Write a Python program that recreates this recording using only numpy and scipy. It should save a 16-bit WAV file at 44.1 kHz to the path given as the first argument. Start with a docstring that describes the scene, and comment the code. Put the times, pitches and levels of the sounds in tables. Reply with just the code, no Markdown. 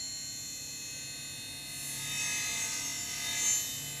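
"""A large grinding disc spins at a near-steady speed in an enclosure while a metal part is fed against it.
Every turn repeats the same rasp, making harmonics (tones at whole multiples of the turning speed)
over the hiss of the grit. The disc first skims, then bites. Disc and part sing on single harmonics,
with short squeals and a louder one near the end. The motors hum underneath."""
import sys
import numpy as np
from scipy import signal
from scipy.fft import rfft, irfft
from scipy.io import wavfile
from scipy.ndimage import uniform_filter1d, map_coordinates

SR = 44100
rng = np.random.default_rng(int(sys.argv[2]) if len(sys.argv) > 2 else 0)


def store_pcm(level_fs):
    """Save levels as 16-bit WAV."""
    pcm = np.round(np.clip(level_fs, -1, 1) * 32767).astype(np.int16)
    wavfile.write(sys.argv[1], SR, np.atleast_2d(pcm).T)


N = 176400
FRAME_HZ, HARMONIC_COUNT = 100, 303  # a frame is one step of the slow changes

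# Disc speed, sagging slightly as it bites: time_s, turns_per_s
DISC_SPEED = [(0, 46.67), (1.7, 46.66), (2.15, 46.62), (2.9, 46.71), (3.4, 46.66)]
# Part against disc: time_s, pressure (about 0 skimming, 1 biting), treble_gain_db, top_gain_db
CONTACT = [(0.0, -0.4, -6, -2), (0.5, -0.51, -1.5, 4), (1.04, -0.12, -2.5, -1), (1.64, 0.083, -7.5, 0.5),
           (1.88, 0.29, -2, 8), (2.2, 0.98, 0.5, 0), (2.6, 1.11, 1, 0.5), (3.04, 0.54, 2, 2),
           (3.16, 0.88, 1.5, -1), (3.48, 1.185, -0.5, 2), (3.68, 0.27, 3.5, 5), (4.0, 0.34, -4.5, 3)]
# Basic tone colour of the grinding: pitch_hz, skim_db_per_hz, bite_db_per_hz
GRIND_COLOUR = [(420, -91.5, -86), (704, -94.5, -89.5), (1250, -101, -95), (1620, -97, -89.5),
                (1870, -90.5, -84), (2900, -92, -83.5), (3830, -92, -84), (5450, -88.5, -84),
                (6120, -86.5, -87), (7170, -86, -84), (8830, -106, -99), (9570, -108, -102),
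                (8900, -92, -82), (11430, -96, -93), (15300, -104, -98.5)]
# Lift of ordinary harmonics over the hiss, before a random offset: pitch_hz, lift_db
HARMONIC_LIFT = [(350, 10), (650, 21), (10500, 21)]
# Base levels of harmonics that stand out: harmonic -> skim_db, bite_db
STRONG_HARMONICS = {14: (-75, -65), 15: (-70, -62.5), 19: (-73, -58.5), 21: (-79, -64), 26: (-72, -62),
                    27: (-75, -60), 36: (-71, -58), 43: (-65, -52), 44: (-63, -50.5), 45: (-73, -55),
                    50: (-80, -56), 73: (-66, -58), 78: (-73, -57), 90: (-71, -55.5), 104: (-73, -58),
                    121: (-60, -55.5), 138: (-62, -55), 139: (-66, -50.5), 141: (-56.5, -63),
                    142: (-57, -65), 154: (-70, -49), 162: (-60, -61), 166: (-65, -53), 171: (-75, -55),
                    191: (-86, -57), 224: (-64, -58), 226: (-64, -58), 291: (-72, -62)}
# Resonances of disc and part that sing on a harmonic: harmonic -> rows of time_s, level_db
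SINGING_TONES = {55: [(0.0, -67.5), (0.96, -53), (2.04, -56.5), (2.2, -41), (2.7, -49), (3.04, -60.5),
                 (3.4, -54), (4.0, -57)], 65: [(0.0, -61), (1.92, -73), (2.16, -51.5), (2.76, -62.5),
                 (3.52, -46.5), (4.0, -51.5)], 79: [(0.0, -72), (1.52, -49), (1.8, -55.5), (2.12, -42),
                 (2.36, -50), (2.5, -46.5), (2.7, -54), (4.0, -55.5)], 91: [(0.0, -41), (0.4, -47),
                 (1.96, -50), (2.12, -68), (2.24, -59), (3.1, -57), (3.4, -46), (4.0, -63.5)],
                 120: [(0, -54.5), (2, -65), (2.2, -44), (2.45, -67), (2.7, -49), (3.5, -47.5), (4, -82)],
                 131: [(2, -73), (2.35, -41.5), (3, -66), (3.5, -42.5), (4, -66)], 137: [(0.0, -52.5),
                 (1.6, -59.5), (2.3, -40), (2.6, -48), (3.7, -50), (4.0, -66)], 153: [(0.0, -45.5),
                 (1.3, -49.5), (1.56, -60.5), (2.15, -48.5), (3.65, -50), (4.0, -57)], 157: [(0.0, -46.5),
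                 (1.2, -73), (1.88, -49), (2.96, -61), (4.0, -47)], 205: [(0.4, -76), (0.95, -57.5),
                 (1.85, -50.5), (2.1, -53.5), (4.0, -84)], 225: [(0.0, -58.5), (1.6, -82), (1.84, -48.5),
                 (3.6, -72)], 270: [(0, -68), (3.2, -63), (3.62, -46.5), (4, -56)]}
# The contact catches and a resonance flares: harmonic -> rows of peak_time_s, added_level_db, half_length_s
SQUEAL_FLARES = {79: [(3.3, -43, 0.067), (3.71, -50, 0.058)], 137: [(2.64, -42, 0.028), (2.755, -50, 0.025),
                 (2.87, -39, 0.028), (3.5, -35, 0.1)], 153: [(3.02, -41.5, 0.037), (3.51, -33.5, 0.1)]}
# The enclosure's drone on the third harmonic: time_s, level_db
ENCLOSURE_DRONE = [(0, -75), (1.7, -62), (2.03, -50), (2.35, -62), (3.6, -69.5), (3.85, -49.5), (4, -58)]
# Pitches where the grinding sounds steadily quieter: pitch_hz -> depth_db
GRIND_DIPS = {1450: 4.5, 2240: 11, 3290: 16, 4660: 10, 5160: 20, 10170: 17, 10850: 20, 12330: 12}
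# Tones of the motors: pitch_hz, base_level_db
MOTOR_TONES = [(107.7, -67), (140.0, -67.5), (231.5, -72), (269.2, -66), (301.5, -68)]
# Rumble of the machine: pitch_hz, base_db_per_hz
MACHINE_RUMBLE = [(40, -86.5), (105, -80), (280, -88), (420, -100), (1500, -115)]
# Boost for both hum and rumble: time_s, gain_db
DRIVE_GAIN = [(1.0, 1), (2, 4)]


def disc_rasp(t, hz, ripple, fade_db=2.2, drift_rad=0.5, wander_s=0.085, flutter_s=0.017):
    """The rasp of one turn repeats and slowly changes; resonances lift single harmonics."""
    shape = len(t), len(hz)
    # Each harmonic wanders in level and phase as the contact point moves.
    db = harmonic_levels_db(t, hz, ripple) + fade_db * wander(shape, wander_s)
    phase = 2 * np.pi * rng.random(len(hz)) + drift_rad * wander(shape, wander_s)
    depth = np.interp(curve(CONTACT, t), [0, 1], [0.14, 0.28])  # biting deepens the quick flutter
    depth = depth[:, None] * np.ones(shape)
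    for harmonic, levels in [*SINGING_TONES.items(), (3, ENCLOSURE_DRONE)]:
        db[:, harmonic] = curve(levels, t)
        depth[:, harmonic] *= 0.8  # these tones are steadier
    strength = amp(db)
    for harmonic, flares in SQUEAL_FLARES.items():
        strength[:, harmonic] += squeals(t, flares)
    tones = strength * np.exp(1j * phase) * flutter(shape, depth, flutter_s)
    # Build one turn's wave for each frame, then read it as the disc goes round.
    turn_size = 8192
    one_turn = irfft(tones * (hz > 0), turn_size, axis=1) * turn_size / np.sqrt(2)
    frame = np.arange(N) * FRAME_HZ / SR
    place_in_turn = turns() % 1 * turn_size
    return map_coordinates(one_turn, [frame, place_in_turn], order=1, mode="grid-wrap")


def harmonic_levels_db(t, hz, ripple, uneven_db=7):
    """The rasp's harmonics are uneven: most get a random level, the strong ones a set level."""
    lift = spectrum(HARMONIC_LIFT, hz) + uneven_db * rng.uniform(-2.96, 1, len(hz))
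    skim = spectrum(GRIND_COLOUR, hz) + lift
    bite = spectrum(GRIND_COLOUR, hz, column=2) + lift
    colour = dips_and_ripple_db(hz, ripple)
    for harmonic, levels in STRONG_HARMONICS.items():
        skim[harmonic], bite[harmonic] = levels
        colour[:, harmonic] = 0
    return contact_db(t, hz, skim, bite) + colour


def contact_db(t, hz, skim_db, bite_db):
    """Pressure moves the levels from skimming to biting; the treble and the very top also rise and fall."""
    pressure, treble_db, top_db = (curve(CONTACT, t, column)[:, None] for column in (1, 2, 3))
    treble_band = np.interp(hz, [4040, 5400, 6900, 8400], [0, 1, 1, 0])
    top_band = np.interp(hz, [6900, 8400], [0, 1])
    return skim_db + pressure * (bite_db - skim_db) + treble_db * treble_band + top_db * top_band


def turns():
    """Turns the disc has made so far, at every sample."""
    return np.cumsum(curve(DISC_SPEED, np.arange(N) / SR)) / SR


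def squeals(t, flares):
    """The contact catches, so one resonance briefly swells and dies away."""
    return sum(amp(db) * bell(t, peak_s, half_length_s) for peak_s, db, half_length_s in flares)


def grit_hiss(t, hz, ripple, ring_hz=2027, ring_width_hz=9.6, ring_db=13.5, swell=0.067):
    """Grains tear at the metal: a hiss that swells once per turn and sets the disc ringing."""
    skim, bite = spectrum(GRIND_COLOUR, hz), spectrum(GRIND_COLOUR, hz, column=2)
    db = contact_db(t, hz, skim, bite) + dips_and_ripple_db(hz, ripple)
    ring = ring_db * bell(hz, ring_hz, ring_width_hz)
    return noise(db + ring) * (1 + swell * np.cos(2 * np.pi * turns()))


def dips_and_ripple_db(hz, ripple, ripple_db=2.6):
    """Some pitches stay quieter. Reflections add a fine ripple that shifts as the microphone sways."""
    dips = sum(db * bell(hz, pitch, width=104 + 0.0022 * pitch) for pitch, db in GRIND_DIPS.items())
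    harmonic = hz / DISC_SPEED[0][1]
    fine_ripple = np.array([np.interp(harmonic, np.arange(len(row)), row) for row in ripple])
    return ripple_db * fine_ripple - dips


def motor_hum(t, hz):
    """Motors hum on a few wavering low tones over the rumble of the machine."""
    seconds = np.arange(N) / SR
    wavers = flutter((len(t), len(MOTOR_TONES)), depth=0.2, smooth_s=0.065)
    hum = np.zeros(N)
    for (pitch, db), waver in zip(MOTOR_TONES, wavers.T):
        tone = np.exp(2j * np.pi * (pitch * seconds + rng.random()))
        hum += amp(db) * (np.interp(seconds, t, waver) * tone).real
    rumble = noise(np.tile(spectrum(MACHINE_RUMBLE, hz), (len(t), 1)))
    return amp(curve(DRIVE_GAIN, seconds)) * (np.sqrt(2) * hum + rumble)


def amp(db):
    """Turn decibels into a multiplier."""
    return 10 ** (np.asarray(db) / 20)


def bell(x, centre, width):
    """A smooth bump of height 1."""
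    return np.exp(-((x - centre) / width) ** 2)


def curve(table, t, column=1):
    """One column of a table, read at the times t."""
    table = np.array(table, float)
    return np.interp(t, table[:, 0], table[:, column])


def spectrum(table, hz, column=1):
    """One column of a table, read at the pitches hz with octaves evenly spaced."""
    table = np.array(table, float)
    return np.interp(np.log(hz + 1), np.log(table[:, 0]), table[:, column])


def wander(shape, smooth_s):
    """Smooth random motion of typical size 1, one row per frame."""
    jitter = rfft(rng.standard_normal(shape), axis=0)
    hz = np.fft.rfftfreq(shape[0], 1 / FRAME_HZ)[:, None]
    smooth = irfft(jitter * np.exp(-2 * (np.pi * hz * smooth_s) ** 2), shape[0], axis=0)
    return smooth / smooth.std()


def flutter(shape, depth, smooth_s):
    """A multiplier near 1 that shakes each tone's level and phase."""
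    return 1 + depth * (wander(shape, smooth_s) + 1j * wander(shape, smooth_s))


def noise(db):
    """Noise with a given level per hertz: one row per frame, one column per pitch."""
    hop, size = SR // FRAME_HZ, 2 * db.shape[1] - 1
    bins = amp(db) * (rng.standard_normal(db.shape) + 1j * rng.standard_normal(db.shape))
    _, wave = signal.istft(bins.T, nperseg=size, noverlap=size - hop)
    return wave[:N] * np.sqrt(SR / hop * 3 / 8)


def scene():
    """Rasp, hiss and hum heard from one spot outside the enclosure, the same in both channels."""
    t = np.arange(N * FRAME_HZ // SR + 2) / FRAME_HZ
    harmonic_hz = np.arange(HARMONIC_COUNT) * DISC_SPEED[0][1]
    noise_hz = np.fft.rfftfreq(1764, 1 / SR)
    ripple = wander((len(t), HARMONIC_COUNT), smooth_s=0.22)
    ripple = uniform_filter1d(ripple, size=2, axis=1) * np.sqrt(2)  # blend neighbouring harmonics
    grinding = disc_rasp(t, harmonic_hz, ripple) + grit_hiss(t, noise_hz, ripple)
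    return np.tile(grinding + motor_hum(t, noise_hz), (2, 1))


def record(dry, low_cut_hz=43, high_cut_hz=14000):
    """Trim away the deepest rumble and the highest hiss."""
    low_cut = signal.butter(2, low_cut_hz, "high", fs=SR, output="sos")
    high_cut = signal.firwin(801, high_cut_hz, window=("kaiser", 9), fs=SR)
    return signal.oaconvolve(signal.sosfilt(low_cut, dry), high_cut[None], "same")


dry = scene()
out = record(dry)
store_pcm(out)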